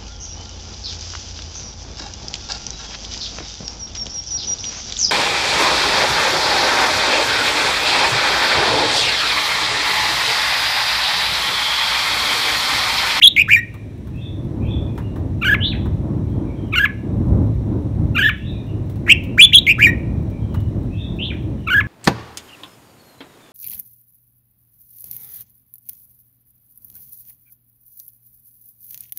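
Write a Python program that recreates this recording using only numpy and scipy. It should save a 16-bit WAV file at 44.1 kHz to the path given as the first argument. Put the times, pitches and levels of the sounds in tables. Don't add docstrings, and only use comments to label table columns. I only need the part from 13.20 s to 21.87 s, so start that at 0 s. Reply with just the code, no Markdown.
import sys
import numpy as np
from scipy import signal
from scipy.fft import rfft, irfft, next_fast_len
from scipy.io import wavfile
from scipy.ndimage import map_coordinates

SR = 44100
rng = np.random.default_rng(int(sys.argv[2]) if len(sys.argv) > 2 else 0)


def transcribe(signal):
    frames = np.atleast_2d(signal).T
    limited = np.clip(frames, -1, 1)
    pcm = np.round(limited * 32767).astype(np.int16)
    wavfile.write(sys.argv[1], SR, pcm)


N = 382347

TOP_HZ = 15750
ATTACK_S, RELEASE_S = 0.0027, 0.005

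# (time in note [s], pitch [Hz], level [dB], warble depth [Hz])
WHISTLE_SHAPES = dict( peak=[(0, 1750, -31, -0.5), (.007, 2300, -18, 61), (.013, 3000, -5.5, 379),
                  (.022, 3310, -3, 399.5), (.028, 3417, -0.5, 1.5), (.046, 3260, 2.5, 0),
                  (.054, 3390, -13.5, 449.5), (.063, 3640, 0.5, 220.5), (.076, 3630, -19, 1)],
                  flat=[(0, 3340, -10.5, -0.5), (.006, 2069, -11.5, 0), (.017, 2268, -5, 80),
                  (.036, 2540, -6, 249), (.052, 2660, -5.5, 168.5), (.063, 2480, -3.5, 82)],
                  arch=[(0, 1280, -27, 101), (.018, 1710, -12, 220.5), (.044, 2463, -5, 299),
                  (.060, 2555, -3.5, 301), (.068, 2394, -2, 31), (.084, 2235, -6, 1.5),
                  (.089, 1812, -6.5, 1), (.120, 1881, -13, -1)], buzz=[(0, 1790, -30.5, 300),
                  (.023, 1934, -17, 330), (.038, 2395, -1, 345), (.059, 2720, 3, 280),
                  (.069, 2598, -7.5, 80)], rise=[(0, 1090, -27.5, 0), (.008, 1496, -10.5, 1),
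                  (.015, 2250, -9, 0), (.023, 2394, 1, -1), (.031, 2320, 4.5, 30), (.036, 2802, 3.5, 260),
                  (.056, 3327, 4, 89.5), (.079, 3460, 3, 48), (.088, 3026, -5, 0)])
# (time [s], whistle [name], gain [dB], pitch [ratio], hoarse onset [0-1], warble rate [Hz])
SONG = [(0.0126, "peak", 2, 1.0, .08, 92), (.162, "flat", -1, 1.0, 0.1, 94.9),
        (.277, "arch", -2.5, 1.016, .07, 91.2), (5.863, "buzz", -1.5, 1.052, .8, 104.9),
        (6.173, "rise", -2.5, 1.0132, .09, 94.66), (6.322, "peak", 0.5, 1.0, 0.09, 92.7),
        (6.465, "flat", -1, 0.99, .06, 101.5), (6.582, "arch", -1, 1.022, .07, 96.05)]
# (frequency [Hz], gain [dB])
OVERTONES = [(3300, -25.5), (4300, -31.5), (5400, -28.5), (6200, -32.5), (7300, -32), (8600, -38.5),
             (10400, -48), (11700, -36.5), (13300, -31), (14700, -40), (15700, -36)]
# (time in chuckle [s], pitch [Hz], level [dB])
CHUCKLE_SHAPE = [(0, 1230, -27), (.012, 1360, -14), (.026, 1122, -11.5), (.046, 1564, -10.5),
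                 (.067, 1419, -8.5), (.087, 1733, -11.5), (.106, 1590, -10), (.127, 1745, -10),
                 (.151, 1029, -9)]
# (time [s], gain [dB], overtones [dB], start pitch [ratio], end pitch [ratio],
# length [ratio], pressure [0-1])
CHUCKLES = [(2.213, -0.5, 0, 1.03, 0.97, .945, 0.94), (3.521, -1, 0.5, .955, .99, .955, 1),
            (4.945, -1.5, 1, 1.04, 1.057, 1.06, 1), (8.466, 1.5, -4, .985, .995, 1.0, .35)]
# (frequency [Hz], gain [dB])
THROAT = [(1000, -20.5), (1300, -11), (1480, -6.5), (1650, 1), (2300, -4), (2900, -7.5), (3200, -20),
          (3500, -23.5), (5000, -38), (7000, -39.5), (10500, -49.5), (13000, -32.5), (16000, -45.5)]
# (frequency [Hz], level [dB])
HUSK = [(1200, -32), (2200, -2.5), (2800, -5), (3600, -10.5), (4300, -37), (5500, -80)]
# (delay [s], gain [dB])
WALLS = [(.0013, -23.5), (.0029, -17.5), (.0047, -16.5), (.0083, -19)]
# (time [s], level [dB], extra woody body [dB])
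TICKS = [(0.5399, -38, 3), (0.8712, -42, 2), (1.7774, -35, 12), (1.9595, -41.5, 10), (2.6563, -41.5, 11.5),
         (5.697, -37, -12.5), (5.7569, -40.5, -3.5), (6.0366, -34.5, -23), (7.099, -43.5, -4),
         (7.3432, -33.5, 8), (7.4025, -40, -10.5)]
# (frequency [Hz], level [dB])
TICK_COLOUR = [(1500, -6), (3500, 2.5), (6000, -9), (10000, -8), (15000, -4)]
# (centre [Hz], width [Hz], gain [dB])
BAMBOO = [(950, 260, 3), (1810, 860, -8), (2806, 600, -15.5)]
# (frequency [Hz], time to fall 60 dB [s])
CAGE_DECAY = [(500, 0.19), (3000, 0.17), (7000, 0.072), (14000, 0.033)]
# (frequency [Hz], time to fall 60 dB [s])
YARD_DECAY = [(500, 0.18), (2500, 0.68), (4000, 0.49), (7000, .4), (14000, 0.39)]
# (frequency [Hz], gain [dB])
ECHO_COLOUR = [(1000, 0.5), (1650, -1), (1880, 4), (2150, 1), (2500, -2), (4000, -3.5), (6000, 0),
               (14000, -4.5)]
# (time in chip [s], pitch [Hz], level [dB], warble depth [Hz])
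CHIP_SHAPE = [(0, 2693, -22, 57), (.018, 2920, -18, 191), (.045, 3427, -14.5, 300),
              (.072, 3905, -19.5, 372), (.088, 3900, -24.5, 244), (.113, 3150, -23, 0),
              (.120, 2496, -20, 4), (.138, 1361, -31, 4)]
# (time [s], gain [dB], pitch [ratio])
CHIPS = [(2.403, -4, 1.058), (4.985, -5.5, .93), (7.987, -7.5, .97)]
# (time in motif [s], pitch [Hz], glide [octaves], level [dB])
FAR_MOTIFS = dict( climb=[(0, 2567, 0.18, -5), (.035, 3265, 0.092, -8.5), (.075, 3530, .02, 2.5)],
              turn=[(0, 2374, -.04, -1), (.1, 3210, 0.045, -2), (.21, 2920, -.03, 0.5)],
              pair=[(0, 2435, -0.037, -1), (.135, 2822, .02, -1.5)], fall=[(0.0049, 2900, -0.19, -4)])
# (time [s], motif [name], gain [dB], pitch [ratio])
FAR_CALLS = [(.915, "climb", -38.5, 1.01), (1.39, "climb", -35, .98), (1.645, "pair", -47, 1.0),
             (3.0, "climb", -56.5, .92), (3.235, "turn", -47.5, .99), (5.16, "climb", -38.5, 1.047),
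             (5.305, "pair", -46.5, 1.0), (7.085, "turn", -48.5, 1.0), (7.69, "climb", -35.5, 1.01),
             (8.35, "fall", -46, 1.0)]
# (time [s], level [dB])
TRAFFIC = [(0.02, -37), (0.26, -30), (0.38, -32.5), (1.339, -23.9), (1.42, -18.5), (1.78, -23.5),
           (2.94, -19), (3.78, -26), (4.14, -15), (4.38, -22), (4.54, -16.5), (4.74, -24.5), (4.82, -19),
           (5.18, -29), (5.3, -22.9), (6.38, -25), (6.7, -20.5), (8.62, -25.5)]
# (frequency [Hz], relative density [dB per Hz])
RUMBLE = [(20, -34), (31, -23.5), (40, -9), (60, -2.5), (85, -2), (105, 1.5), (160, -7), (220, -12),
          (320, -28.5), (500, -79)]
# (frequency [Hz], relative density [dB per Hz])
TYRES = [(110, -32.5), (180, -2.5), (317, -1.5), (367, -7), (387, -9.5), (467, -15.5), (576, -15),
         (725, -22.5), (1000, -26.5), (1560, -41), (2200, -58.5), (2860, -78.5), (4840, -120)]
# (frequency [Hz], relative density [dB per Hz])
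HISS = [(900, -17), (1800, 4.5), (3000, -3.5), (3800, -3.5), (4400, -7), (5100, -10.5), (5700, -6.5),
        (6600, -14), (9300, -14), (11000, -18), (15500, -22)]
# (frequency [Hz], gain [dB])
MICROPHONE = [(3300, 0), (3900, 2.5), (4600, -3.5), (5600, 1)]


def whistles(rasp_db=-40):
    out = np.zeros(N)
    for s, name, gain_db, ratio, hoarse, warble_hz in SONG:
        phase, hz, level = voice(WHISTLE_SHAPES[name], ratio, hoarse, warble_hz)
        tone = np.sin(phase)
        for k in range(2, 10):
            audible = k * hz < TOP_HZ
            tone += amp(along(OVERTONES, k * hz)) * np.sin(k * phase) * audible
        rasp = amp(rasp_db) * noise(OVERTONES, len(phase))
        add(out, s, amp(gain_db) * level * (tone + rasp))
    return out


def chuckles(doubling_db=-12, rasp_db=-43, husk_db=-27, flutter_db=2.0):
    press_s, press_width_s = 0.052, 0.024
    octave_db, press_db, slack_db = 4, 8, -12
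    out = np.zeros(N)
    for s, gain_db, overtones_db, first_ratio, last_ratio, stretch, pressure in CHUCKLES:
        t, hz, db = gesture(CHUCKLE_SHAPE, stretch)
        hz = hz * np.linspace(first_ratio, last_ratio, len(t))
        phase = phase_of(hz * (1 + 0.011 * wobble(1100, len(t))))
        pressed = pressure * np.exp(-((t - press_s) / press_width_s) ** 2)
        slack = np.interp(hz, [1180, 1400], [1, 0])
        tone = amp(doubling_db) * pressed * np.sin(3 * phase / 2)
        for k in range(1, 14):
            bright_db = pressed * (octave_db * (k == 2) + press_db * (2 < k < 7))
            dull_db = slack_db * slack * (k > 3)
            harmonic_db = along(THROAT, k * hz) + bright_db + dull_db + overtones_db * (k > 1)
            audible = k * hz < TOP_HZ
            tone += amp(harmonic_db) * np.sin(k * phase) * audible
        pulse = 1 + np.cos(phase)
        rasp = amp(rasp_db + slack_db * slack) * noise(OVERTONES, len(t)) * pulse
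        husk = amp(husk_db + overtones_db) * pressure * noise(HUSK, len(t))
        level = amp(gain_db + db + flutter_db * wobble(200, len(t))) * gate(t)
        add(out, s, (tone + rasp + husk) * level)
    return out


def voice(shape, ratio, hoarse, warble_hz, cusp=0.3, jitter=0.012, flutter_db=2.0, dip_db=3.0):
    t, hz, db, depth = gesture(shape)
    hz = hz * ratio
    turn = phase_of(warble_hz * (1 + 0.047 * wobble(76, len(t))))
    swing = depth * (np.cos(turn) + cusp * np.cos(2 * turn))
    unsteady = jitter + hoarse * 0.21 * np.exp(-(t / 0.028) ** 4)
    phase = phase_of((hz + swing) * (1 + unsteady * wobble(1400, len(t))))
    dent_db = dip_db * swing / 300
    level = amp(db + flutter_db * wobble(250, len(t)) - dent_db)
    return phase, hz, level * gate(t)


def gesture(rows, stretch=1):
    s, *cols = np.transpose(rows)
    s = np.sort(s - s.min()) * stretch
    t = np.arange(int(s[-1] * SR)) / SR
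    index = np.arange(len(s))
    place = np.interp(t, s, index)
    eased = place - np.sin(2 * np.pi * place) / (2 * np.pi) / np.sqrt(2)
    return [t] + [np.interp(eased, index, c) for c in cols]


def gate(t):
    opening = np.clip(np.minimum(t / ATTACK_S, (t[-1] - t) / RELEASE_S), 0, 1)
    return np.sin(np.pi / 2 * opening) ** 2


def caged(x):
    out = x.copy()
    for delay, db in WALLS:
        add(out, delay, amp(db) * x)
    return out


def echo(x, decay):
    hz, t, grid = signal.stft(rng.standard_normal(SR), SR, nperseg=256)
    t60 = along(decay, hz)[:, None]
    tail = signal.istft(grid * amp(-60 * t / t60), SR, nperseg=256)[1]
    tail *= 1 - np.exp(-np.arange(len(tail)) / SR / 0.017)
    tail /= np.linalg.norm(tail)
    tail = filtered(tail, lambda f: amp(along(ECHO_COLOUR, f)))
    return signal.fftconvolve(x, tail)[:N]


def bamboo_response(hz):
    total = 0
    for k, (centre, width, db) in enumerate(BAMBOO):
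        damping = 1j * hz * width
        total = total + (-1) ** k * amp(db) * damping / (centre ** 2 - hz ** 2 + damping)
    return total


def ticks(snap_db=-9, body_db=-7):
    snap_t60, body_t60 = 0.085, 0.13
    out, t = np.zeros(N), np.arange(SR // 5) / SR
    for s, db, woody_db in TICKS:
        snap = noise(TICK_COLOUR, len(t)) * amp(snap_db - 60 * t / snap_t60)
        ring = unit(filtered(rng.standard_normal(len(t)), bamboo_response))
        body = ring * amp(body_db + woody_db - 60 * t / body_t60)
        add(out, s, amp(db) * (snap + body))
    return out


def fidgets(rate=7, size_db=-60, t60=0.077):
    out, t = np.zeros(N), np.arange(SR // 10) / SR
    for when, size in rng.random((int(rate * N / SR), 2)):
        extra_db = -4 * np.log(1 - 0.35 * size)
        rustle = noise(TICK_COLOUR, len(t)) * amp(size_db + extra_db - 60 * t / t60)
        add(out, when * N / SR, rustle)
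    return out


def neighbour(direct_db=-2, walls_db=-8, yard_db=-14):
    out = np.zeros(N)
    for s, gain_db, ratio in CHIPS:
        phase, _, level = voice(CHIP_SHAPE, ratio, 0, warble_hz=131.5, dip_db=6.5)
        add(out, s, amp(gain_db) * level * np.sin(phase))
    echoes = amp(walls_db) * echo(out, CAGE_DECAY) + amp(yard_db) * echo(out, YARD_DECAY)
    return amp(direct_db) * caged(out) + echoes


def far_bird(direct_db=-7, walls_db=-8, yard_db=-2, note_s=0.1):
    out, size = np.zeros(N), int(note_s * SR)
    for s, name, call_db, ratio in FAR_CALLS:
        for delay, pitch_hz, glide, db in FAR_MOTIFS[name]:
            waver = 1 + 0.027 * wobble(400, size)
            sweep = 2 ** (glide * np.linspace(-0.5, 0.5, size))
            tone = np.sin(phase_of(ratio * pitch_hz * sweep * waver))
            add(out, s + delay, amp(call_db + db) * signal.windows.hann(size) * tone)
    echoes = amp(walls_db) * echo(out, CAGE_DECAY) + amp(yard_db) * echo(out, YARD_DECAY)
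    return amp(direct_db) * out + echoes


def traffic(rumble_db=-1.0, surge_db=1.73, drone_hz=100, drone_db=-11, tyres_db=-31, swell_db=1.66, hiss_db=-58):
    usual_db, tyres_grow = -23, 1.1
    level_db = np.interp(np.arange(N) / SR, *np.transpose(TRAFFIC))
    drone_phase = phase_of(drone_hz * (1 + 0.05 * wobble(10, N)))
    drone = amp(drone_db) * np.sin(drone_phase) * amp(wobble(5, N))
    rumble = (noise(RUMBLE) + drone) * amp(level_db + rumble_db + surge_db * wobble(6.6, N))
    tyres_level_db = tyres_db + tyres_grow * (level_db - usual_db)
    tyres = noise(TYRES) * amp(tyres_level_db + swell_db * wobble(9, N))
    return rumble + tyres + amp(hiss_db) * noise(HISS)


def amp(db):
    return 10 ** (np.asarray(db) / 20)


def unit(x):
    return x / np.sqrt(np.mean(x ** 2) + 1e-20)


def along(points, hz):
    f, v = np.transpose(points)
    return np.interp(np.log(hz + 1), np.log(f + 1), v)


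def wobble(rate, size):
    knots = rng.standard_normal(int(size * rate / SR) + 4)
    return map_coordinates(knots, [np.arange(size) * rate / SR])


def filtered(x, response):
    m = next_fast_len(len(x) + 8192)
    return irfft(rfft(x, m) * response(np.fft.rfftfreq(m, 1 / SR)), m)[:len(x)]


def noise(spectrum, size=N):
    return unit(filtered(rng.standard_normal(size), lambda hz: amp(along(spectrum, hz))))


def add(track, s, sound):
    part = track[max(round(s * SR), 0):][:len(sound)]
    part += sound[:len(part)]


def phase_of(hz):
    return 2 * np.pi * np.cumsum(hz) / SR


def scene(cage_db=-20, yard_db=-27):
    near = caged(whistles() + chuckles()) + ticks() + fidgets()
    echoes = amp(cage_db) * echo(near, CAGE_DECAY) + amp(yard_db) * echo(near, YARD_DECAY)
    return (near + echoes + neighbour() + far_bird() + traffic())[None]


def record(dry, ceiling=1.03, hardness=7):
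    heard = filtered(dry[0], lambda hz: amp(along(MICROPHONE, hz)))
    rounded = heard / (1 + np.abs(heard / ceiling) ** hardness) ** (1 / hardness)
    return filtered(rounded, lambda hz: hz < TOP_HZ)[None]


dry = scene()
out = record(dry)
transcribe(out)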